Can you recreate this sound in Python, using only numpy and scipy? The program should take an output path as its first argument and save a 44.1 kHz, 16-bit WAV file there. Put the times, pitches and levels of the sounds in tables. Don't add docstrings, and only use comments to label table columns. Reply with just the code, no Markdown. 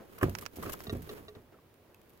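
import sys
import numpy as np
from scipy import signal
from scipy.io import wavfile

SR = 44100
rng = np.random.default_rng(int(sys.argv[2]) if len(sys.argv) > 2 else 0)


def int16_out(signal):
    q = np.round(np.clip(np.atleast_2d(signal).T, -1, 1) * 32767)
    wavfile.write(sys.argv[1], SR, q.astype(np.int16))


N = 97020

# frequency in Hz, gain in dB.
DULL_EQ = [(60, -9.5), (380, 6), (680, 0), (850, -7), (1100, -8.5), (1700, -13), (3200, -23.5), (8000, -35)]
# frequency in Hz, gain in dB.
BRIGHT_EQ = [(300, 3), (2900, 4), (4000, -0.5), (10000, 1), (13000, 9), (16000, -1)]


def amp(db):
    return 10 ** (np.asarray(db) / 20)


def unit(x):
    return x / np.sqrt(np.mean(x ** 2) + 1e-20)


def add(mix, start, sound):
    part = mix[..., max(round(start * SR), 0):][..., :sound.shape[-1]]
    part += sound[..., :part.shape[-1]]


def colour(x, eq):
    hz, db = np.transpose(eq)
    log_bins = np.log(abs(np.fft.fftfreq(4096, 1 / SR)) + 1)
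    gain = unit(amp(np.interp(log_bins, np.log(hz), db)))
    spectrum = np.exp(signal.hilbert(np.log(gain)).conj())
    impulse = np.fft.ifft(spectrum).real
    return signal.fftconvolve(x, impulse[None], axes=1)[:, :N]


def stereo_noise(size, mono):
    left, other = rng.standard_normal((2, size))
    return np.array([left, mono * left + np.sqrt(1 - mono ** 2) * other])


def pan(db):
    return amp([[db / 2], [-db / 2]])


def late_left(x, delay):
    return np.array([np.pad(x[0], (round(delay * SR), 0))[:N], x[1]])


def burst(rise, t60, mono):
    t = np.arange(SR // 2) / SR
    return stereo_noise(len(t), mono) * np.minimum(t / rise, 1) * amp(-60 * t / t60)


def ring(force, modes):
    t = np.arange(SR // 2) / SR
    body = sum(amp(db - 60 * t / t60) * np.cos(2 * np.pi * hz * t) for hz, db, t60 in modes)
    return signal.fftconvolve(force, body)[:N]


def friction(size, mono, spread_db):
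    slips = amp(spread_db * np.minimum(rng.exponential(1, size // 16 + 1), 4))
    return unit(stereo_noise(size, mono) * np.repeat(slips, 16)[:size])


def pond_air(level_db=-62, split_hz=1200):
    # frequency in Hz, gain in dB.
    air_eq = [(25, -28), (94, -6), (180, -12.5), (400, -9.5), (850, -19), (2590, -27.5), (8000, -39.5),
              (15800, -31)]
    murmur = signal.lfilter(*signal.butter(1, split_hz, fs=SR), stereo_noise(N, mono=0.92))
    hiss = signal.lfilter(*signal.butter(1, split_hz, "high", fs=SR), stereo_noise(N, mono=0.033))
    return amp(level_db) * colour(murmur + hiss, air_eq) * pan(db=-1.5)


def water(drip_t60=0.0098, bubble_t60=0.028):
    # start in seconds, level in dB, decay (t60) in seconds.
    lap_cues = [(0.0, -49, 0.39), (1.352, -49.5, 0.19), (1.521, -54, 0.2), (1.894, -58, 0.14)]
    # start in seconds, level in dB.
    drip_cues = [(.970, -45), (1.741, -52), (1.945, -45.5), (2.015, -51.5), (2.095, -51.5), (2.103, -53),
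                 (2.135, -54), (2.175, -51)]
    # start in seconds, starting pitch in Hz, level in dB.
    bubble_cues = [(0.6347, 1158, -32), (.730, 2850, -43.5), (1.543, 1300, -53.5), (1.588, 1110, -53.5),
                   (1.945, 2590, -54.5)]
    laps, drips, bubbles = np.zeros((3, 2, N))
    for start, db, t60 in lap_cues:
        add(laps, start, amp(db) * burst(0.00069, t60, mono=0.63))
    for start, db in drip_cues:
        add(drips, start, amp(db) * burst(0.0011, drip_t60, mono=0.22))
    t = np.arange(SR // 10) / SR
    for start, hz, db in bubble_cues:
        chirp = np.sin(2 * np.pi * hz * t * (1 + t))
        add(bubbles, start, amp(db - 60 * t / bubble_t60) * chirp)
    return colour(laps, DULL_EQ) + colour(drips, BRIGHT_EQ) + bubbles


def mesh_slide(clump_db=2.0, clumps_per_s=110):
    # time in seconds, level in dB.
    fader = [(0, -63), (.17, -53.5), (.44, -50), (0.499, -62.5), (0.648, -43), (.76, -49.5), (0.898, -53),
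             (1.0, -53.5), (1.12, -47), (1.3, -60.5), (1.601, -82), (2.2, -64)]
    # frequency in Hz, gain in dB.
    rustle_eq = [(30, 15.5), (200, 14), (400, 19.5), (800, 5), (1300, 5.5), (4000, -6), (8500, -10),
                 (13000, -2.5)]
    t = np.arange(N) / SR
    clumps = np.interp(t * clumps_per_s, np.arange(SR), rng.standard_normal(SR))
    envelope = amp(np.interp(t, *np.transpose(fader)) + clump_db * clumps)
    return colour(envelope * friction(N, mono=0.36, spread_db=2.4), rustle_eq) * pan(db=-2.5)


def frame_clacks(strike_db=15):
    # start in seconds, level in dB, decay (t60) in seconds.
    clack_cues = [(0.181, -47.5, 0.12), (0.212, -36, 0.16), (.2312, -19.5, 0.024), (0.4252, -42, 0.029),
                  (.626, -41, 0.073), (.659, -39.5, 0.092), (0.6938, -38, 0.044), (0.739, -41, 0.045),
                  (0.805, -40.5, 0.015), (0.951, -44, 0.011), (1.175, -51, 0.14)]
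    # frequency in Hz, gain in dB.
    clack_eq = [(100, -26), (550, -7), (880, -14), (1170, -1.5), (1450, -10.5), (1660, -9.5), (2050, -18),
                (3000, -19.5), (3600, -38), (16000, -32.5)]
    clacks = np.zeros((2, N))
    for start, db, t60 in clack_cues:
        add(clacks, start, amp([db + strike_db]))
        add(clacks, start, amp(db) * burst(0.00095, t60, mono=0.65))
    return colour(clacks, clack_eq) * pan(db=-2.5)


def fabric_scrapes():
    # start in seconds, length in seconds, level in dB, pan to the left in dB.
    scrape_cues = [(0.183, 0.0092, -46.5, 1), (0.225, 0.02, -41.5, 6), (0.293, 0.012, -45.5, 3.5),
                   (0.384, 0.014, -43.5, 0), (0.409, .028, -47, -1), (0.556, 0.027, -47.5, -2),
                   (0.626, 0.021, -43, 0), (0.6954, 0.0082, -40, 8), (0.7208, 0.0085, -38, 6),
                   (0.73, 0.011, -34, 4), (0.788, 0.039, -53, 4), (0.836, 0.015, -48.5, -7),
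                   (0.923, 0.018, -48, -1.5), (1.0197, 0.012, -49, -1)]
    scrapes = np.zeros((2, N))
    for start, length, db, side in scrape_cues:
        progress = np.linspace(0, 1, int(length * SR))
        envelope = np.minimum(10 * progress, 1) * np.sqrt(1 - progress)
        grit = friction(len(progress), mono=0, spread_db=3.5)
        add(scrapes, start, amp(db) * pan(side) * envelope * grit)
    return colour(scrapes, BRIGHT_EQ)


def hull_thumps(rattle_db=-16):
    # start in seconds, shell level in dB, contact time in ms, flex level in dB.
    blows = [(0.2279, -20.5, 2.18, -36), (0.2385, -18, 2.17, -32), (.2450, -29, 2.2, -58),
             (.283, -34, 1.85, -51), (.572, -46, 1.2, -46.5), (.586, -40.5, 0.91, -52),
             (.668, -36.5, 1.35, -50), (.695, -43.5, 1.1, -47), (0.871, -46, 0.82, -43.5),
             (0.927, -27.5, 2.33, -42), (.951, -34, 1.86, -40), (.992, -39, 3.1, -48),
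             (1.207, -43.5, 3.8, -50.5), (1.366, -42, 4.2, -55.5)]
    # frequency in Hz, level in dB, decay (t60) in seconds.
    shell_modes = [(93.04, -20, 0.53), (109.4, -4.5, 0.094), (161, -17.5, 0.2), (239.5, -5, 0.14),
                   (302, -0.5, 0.042), (345, 0, 0.026), (365.3, -10.5, 0.13), (518, -5.5, 0.098),
                   (669, -3, 0.055)]
    # frequency in Hz, gain in dB.
    flex_eq = [(20, -32), (45, -3), (100, 1.5), (135, -4), (200, -3.5), (1000, -54.5)]
    force, flex, rattle = np.zeros(N), np.zeros((2, N)), np.zeros((2, N))
    t_ms = 1000 * np.arange(SR // 50) / SR
    for start, db, contact_ms, flex_db in blows:
        push = np.sin(np.pi * np.minimum(t_ms / contact_ms, 1)) ** 2
        add(force, start, amp(db) * push / push.sum())
        add(flex, start, amp(flex_db) * burst(0.0046, t60=0.4, mono=1))
        add(rattle, start, amp(db + rattle_db) * burst(0.0013, t60=0.21, mono=0.58))
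    return (ring(force, shell_modes) + colour(flex, flex_eq) + colour(rattle, DULL_EQ)) * pan(db=-2.5)


def mesh_snaps(shiver_db=-23):
    # start in seconds, level in dB, pan to the left in dB.
    snap_cues = [(0.3519, -18, -16.5), (0.387, -23, -15.5), (0.4552, -28.5, -15), (0.4631, -17, -15.5),
                 (0.6946, -34, -2), (0.8052, -30, -13.5)]
    # frequency in Hz, gain in dB.
    snap_eq = [(200, -19), (900, 0.5), (2600, 0.5), (3600, -11.5), (5600, -3), (10000, -22.5), (16000, -18)]
    snaps = np.zeros((2, N))
    for start, db, side in snap_cues:
        add(snaps, start, amp(db) * pan(side))
        add(snaps, start, amp(db + shiver_db) * pan(side) * burst(0.00021, t60=0.025, mono=0.069))
    return colour(snaps, snap_eq)


def handle_taps(chatter_db=-11, contact_hz=4300):
    # start in seconds, level in dB.
    tap_cues = [(0.8687, -47), (.896, -39.5), (1.093, -44.5), (1.283, -49.5), (1.351, -58.5)]
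    # frequency in Hz, level in dB, decay (t60) in seconds.
    handle_modes = [(421.3, 3.5, 0.26), (649, -3, 0.073), (1156, -2, 0.064), (1395, -11, 0.079),
                    (1860, -3.5, 0.046), (2770, 0, 0.022), (3730, 8.5, 0.015)]
    force = np.zeros(N)
    for start, db in tap_cues:
        chatter = np.diff(burst(0.0038, t60=0.036, mono=1)[0])
        add(force, start, amp([db]))
        add(force, start, amp(db + chatter_db) * chatter)
    lowpass = signal.butter(2, contact_hz, fs=SR)
    return signal.lfilter(*lowpass, ring(force, handle_modes)) * pan(db=-2.5)


def scene():
    around = pond_air() + water()
    right = mesh_slide() + fabric_scrapes() + hull_thumps() + mesh_snaps()
    ahead = frame_clacks() + handle_taps()
    return around + late_left(right, delay=0.00029) + late_left(ahead, delay=0.00015)


def record(dry, cutoff_hz=15900):
    lowpass = signal.firwin(511, cutoff_hz, window=("kaiser", 9), fs=SR)
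    return signal.oaconvolve(dry, lowpass[None], "same")


dry = scene()
out = record(dry)
int16_out(out)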